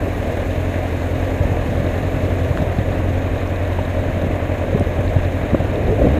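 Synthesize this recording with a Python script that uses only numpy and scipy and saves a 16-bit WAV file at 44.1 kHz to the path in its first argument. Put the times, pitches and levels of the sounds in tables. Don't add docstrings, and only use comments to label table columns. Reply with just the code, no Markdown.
import sys
import numpy as np
from scipy import signal
from scipy.io import wavfile
from scipy.ndimage import uniform_filter1d

SR = 44100
rng = np.random.default_rng(int(sys.argv[2]) if len(sys.argv) > 2 else 0)


def amplitude_ratio(level_db):
    exponent = np.asarray(level_db, float) / 20
    return 10 ** exponent


def dump(signal):
    limited = np.clip(np.atleast_2d(signal).T, -1, 1)
    pcm = np.round(limited * 32767).astype(np.int16)
    wavfile.write(sys.argv[1], SR, pcm)


N = 272979
TIME = np.arange(N) / SR

# (time [s], four-stroke cycles per second [Hz])
IDLE_HUNT = [(0.0, 10.91), (0.23, 10.39), (0.67, 10.99), (0.95, 10.63), (1.29, 11.13), (1.66, 10.73),
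             (2.21, 11.05), (2.63, 10.61), (3.01, 11.11), (3.33, 10.76), (3.67, 11.33), (3.99, 10.92),
             (4.08, 11.02), (4.6, 10.73), (5.26, 11.09), (5.54, 10.55)]
# (time [s], speed added each second [Hz/s])
GRIP_TURNS = [
    (5.636, 3.41),
    (5.791, 7.384),
    (5.937, 17.643),
]
# (time [s], level [dB])
THROTTLE = [
    (0, -.2),
    (5.4, .3),
    (5.64, 1.5),
    (5.72, -3),
    (5.79, -4),
    (5.87, -1),
    (5.95, -1.5),
    (5.995, 10),
    (6.04, 12),
    (6.085, 8.5),
]
CYLINDER_DB = [0, 0, -3.6, -7]
VALVE_DB = [3.2, 1.5, 2, 3.2]
# (frequency [Hz], width [Hz], level [dB], polarity [+1/-1])
PIPE_MODES = [(98, 5.5, 0, -1), (80, 78, -17, 1), (44, 12, -24, 1), (130, 10, -15.5, -1),
              (266, 12, -15.5, -1), (304, 20, -18, -1), (452, 20, -26, 1), (565, 40, -30, -1)]
# (frequency [Hz], density [dB per Hz])
CLATTER_COLOUR = [(110, -27), (150, -19), (180, -20), (275, -3), (361, -9.5), (598, -0.5), (846, -15),
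                  (1180, -17), (1320, -22), (1690, -16), (2490, -21), (3370, -32), (3790, -31), (4700, -56)]
# (frequency [Hz], level [dB], decay t60 [s])
VALVE_RING = [(3730, 8, 0.023), (3900, 0, 0.036), (6600, -19.5, .012), (1800, 9, 0.019), (12600, -13, .014)]
# (time [s], peak [dB], pitch [Hz])
BUFFETS = [(1.412, -9.5, 98.5), (1.458, -12, 55), (1.523, -7.5, 130), (1.693, -8, 110), (1.721, -13, 190),
           (1.803, -11.5, 150), (2.513, -11, 113), (2.621, -7.5, 131), (2.627, -12, 308),
           (2.787, -7.5, 175), (2.816, -13, 118), (3.79, -28, 200), (4.169, -10.5, 200), (4.237, -13, 161),
           (4.269, -13, 203), (4.75, -1, 159), (4.809, -3, 338), (4.8125, -7, 151), (4.824, -12, 110),
           (4.991, -6, 109), (5.013, -19, 131), (5.16, -10.5, 100), (5.169, -5, 100), (5.536, -1, 193),
           (5.606, -10, 150), (5.843, -11, 111), (5.888, -6.5, 60), (6.037, -9, 45), (6.053, -4, 255),
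           (6.07, 1.5, 230)]
# (time [s], peak [dB], pitch
# [Hz], half length [s])
FLUTTERS = [(4.735, -13, 533, 0.017), (4.76, -9, 425, 0.011), (4.817, -11.5, 580, .014),
            (4.995, -14.5, 590, .025), (5.168, -11.5, 590, .018), (5.548, -2, 276, 0.009),
            (5.549, -7.5, 560, 0.0085), (5.606, -15, 560, .012), (5.926, -12, 436, .05),
            (6.021, -3.5, 554, 0.0093), (6.05, -7.5, 483, 0.016), (6.073, -7, 564, 0.0096),
            (6.138, -12.5, 560, 0.0097)]
# (time [s], peak [dB], ring [Hz], width [Hz])
DROPS = [(2.574, -12, 1500, 800), (2.574, -22, 2800, 1100), (2.574, -44, 7200, 2500),
         (3.4755, -33, 5500, 1800), (3.56, -32, 3800, 700), (3.731, -34, 3800, 500),
         (3.787, -17.5, 884, 170), (3.826, -38, 3800, 500), (4.7972, -28.5, 9000, 1800),
         (4.797, -33, 5500, 1400), (5.008, -40, 9000, 1500), (5.079, -30, 3940, 500),
         (5.757, -30, 3680, 550), (6.069, -36, 5200, 1500)]
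# (frequency [Hz], density [dB per Hz])
HISS_COLOUR = [(2530, 0), (4300, 1), (4690, -7.5), (5220, -3.5), (5600, -7), (6620, 1.5), (7530, -5),
               (9800, -9.5), (12700, -5), (15600, -14.5)]
# (time [s], level [dB])
BREEZE = [(0, -32.5), (.41, -32), (1.14, -35.5), (1.52, -30), (2.6, -29.5), (3.19, -30.5), (3.38, -36),
          (4.25, -30.5), (4.48, -36), (4.93, -30), (5.4, -33.5), (5.85, -23.5), (6.19, -23.5)]
# (frequency [Hz], density [dB per Hz])
BREEZE_COLOUR = [(12, -15), (30, -21), (70, 5), (200, -5), (500, -8.5), (800, -21.5), (2000, -50)]
# (frequency [Hz], density [dB per Hz])
RUMBLE_COLOUR = [(8, -25), (22, 0), (40, -1), (70, -4), (120, -9), (200, -30)]

FIRST_FIRING, FIRST_VALVE = .8815, .13
EVEN_FROM_S, EVEN_OUT_S = 5.75, .12
EXHAUST_DB, ENGINE_DB, RUMBLE_DB = -34.2, -36, -32
CLATTER_DB, HISS_DB, TICK_DB = 10.5, -14.5, -19.5
LOAD_SHARE = 0.09
SPRAY_DB, SPRAY_GONE_S, SPRAY_FADE_S = 2.1, 3.3, 0.88
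PUSH_CYCLES, SHORTER_PER_DB = 1.15, .05
PUSH_HISS, FLUTTER_HISS = .27, .4


def evened(x):
    return x / np.sqrt(np.mean(x ** 2) + 1e-20)


def curve(rows):
    times, values = np.transpose(rows)
    return np.interp(TIME, times, values)


def add(mix, s, sound):
    part = mix[max(round(s * SR), 0):][:len(sound)]
    part += sound[:len(part)]


def noise(colour, patchy_db, size=1024):
    hz = np.fft.rfftfreq(size, 1 / SR)
    a, b, patches = rng.standard_normal((N // (size // 4) + 5, len(hz), 3)).T
    patches = uniform_filter1d(patches, size=12, axis=0)
    patches = evened(uniform_filter1d(patches, size=10, axis=1))
    f, level_db = np.transpose(colour)
    colour_db = np.interp(np.log(hz + 1), np.log(f + 1), level_db, left=-90, right=-90)
    spectra = (a + 1j * b) * amplitude_ratio(colour_db[:, None] + patchy_db * patches)
    return evened(signal.istft(spectra, nperseg=size, noverlap=size * 3 // 4)[1][:N])


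def drift(hz):
    lowpass = signal.butter(2, hz, fs=SR, output="sos")
    return evened(signal.sosfiltfilt(lowpass, rng.standard_normal(N)))


def crank():
    times, speeds = np.transpose(IDLE_HUNT)
    points = np.arange(len(times))
    step = np.interp(TIME, times, points)
    eased = step - np.sin(2 * np.pi * step) / (2 * np.pi)
    idle = np.interp(eased, points, speeds)
    pull = sum(gain * np.maximum(TIME - s, 0) for s, gain in GRIP_TURNS)
    return np.cumsum(idle + pull) / SR


def strokes(first, pattern_db, spread_db):
    quarter = np.floor(4 * (crank() - first)).astype(int)
    at = np.flatnonzero(np.diff(quarter)) + 1
    pattern = np.array(pattern_db) - np.mean(pattern_db)
    lope = np.exp(-np.maximum(TIME[at] - EVEN_FROM_S, 0) / EVEN_OUT_S)
    chance_db = spread_db * np.clip(rng.standard_normal(len(at)), -2, 2)
    out = np.zeros(N)
    out[at] = amplitude_ratio(pattern[quarter[at] % 4] * lope + chance_db)
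    return out


def exhaust():
    t = TIME[:SR // 2]
    ring = sum(sign * amplitude_ratio(db) * width * np.exp(-np.pi * width * t) * np.cos(2 * np.pi * hz * t)
               for hz, width, db, sign in PIPE_MODES)
    lag = np.exp(-1 / (.0006 * SR))
    firings = signal.lfilter([1 - lag], [1, -lag], strokes(FIRST_FIRING, CYLINDER_DB, spread_db=.9))
    return amplitude_ratio(EXHAUST_DB) * signal.oaconvolve(amplitude_ratio(curve(THROTTLE)) * firings, ring)[:N]


def body_clatter(throb_db):
    shocks = strokes(FIRST_FIRING + .05, CYLINDER_DB, spread_db=3.0)
    puff = signal.oaconvolve(shocks, np.exp(-TIME[:4000] / 0.015))[:N]
    return evened(noise(CLATTER_COLOUR, patchy_db=0.58) * (1 + 0.24 * puff) * amplitude_ratio(0.3 * throb_db))


def valve_ticks():
    t = TIME[:2000]
    ring = sum(amplitude_ratio(db - 60 * t / t60) * np.sin(2 * np.pi * hz * t) for hz, db, t60 in VALVE_RING)
    return evened(signal.oaconvolve(strokes(FIRST_VALVE, VALVE_DB, spread_db=8.0), ring)[:N])


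def road_hiss(throb_db):
    flicker_db = .5 * drift(40)
    spray_db = SPRAY_DB * np.clip((SPRAY_GONE_S - TIME) / SPRAY_FADE_S, 0, 1)
    return amplitude_ratio(spray_db + throb_db + flicker_db) * noise(HISS_COLOUR, patchy_db=.9, size=512)


def engine_noise():
    cycles = crank()
    throb_db = .2 * np.cos(2 * np.pi * (cycles - .52)) + .75 * np.cos(4 * np.pi * (cycles - .45))
    throb_db += .4 * drift(45)
    mix = amplitude_ratio(CLATTER_DB) * body_clatter(throb_db)
    mix += amplitude_ratio(TICK_DB) * valve_ticks()
    mix += amplitude_ratio(HISS_DB) * road_hiss(throb_db)
    return amplitude_ratio(ENGINE_DB + LOAD_SHARE * curve(THROTTLE)) * mix


def buffets():
    out = np.zeros(N)
    puffs = noise([(60, -10), (250, 0), (680, 0), (850, -20), (1200, -45)], patchy_db=0)
    gusts = [(s, db, hz, (PUSH_CYCLES - SHORTER_PER_DB * db) / hz, PUSH_HISS) for s, db, hz in BUFFETS]
    gusts += [(*flutter, FLUTTER_HISS) for flutter in FLUTTERS]
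    for s, db, hz, length, share in gusts:
        t = np.arange(-length, length, 1 / SR)
        puff = evened(puffs[round(s * SR) - len(t) // 2:][:len(t)])
        push = -(1 - share) * np.cos(2 * np.pi * hz * t) + share * puff / 2
        swell = np.exp(-(2.2 * t / length) ** 2)
        add(out, s - length, amplitude_ratio(db) * push * swell)
    return out


def rain():
    out, t = np.zeros(N), TIME[:2000]
    for s, db, hz, width in DROPS:
        u = np.pi * width * t
        add(out, s, amplitude_ratio(db) * np.e * u * np.exp(-u) * np.sin(2 * np.pi * hz * t))
    return out


def breeze():
    level_db = curve(BREEZE) + 5.0 + 1.1 * drift(35)
    air = amplitude_ratio(level_db) * noise(BREEZE_COLOUR, patchy_db=1.0, size=2048)
    return air + amplitude_ratio(RUMBLE_DB) * noise(RUMBLE_COLOUR, patchy_db=3.0, size=4096)


def scene():
    return (exhaust() + engine_noise() + buffets() + rain() + breeze())[None]


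def low_pass(x):
    return signal.sosfilt(signal.butter(12, 15730, fs=SR, output="sos"), x)


def record(dry):
    ceiling = .71
    cut = signal.sosfilt(signal.butter(2, 16, "highpass", fs=SR, output="sos"), dry)
    cut = cut * np.minimum(np.minimum(TIME, TIME[::-1]) / .004, 1)
    finished = cut / (1 + abs(cut / ceiling) ** 6) ** (1 / 6)
    return low_pass(finished)


dry = scene()
out = record(dry)
dump(out)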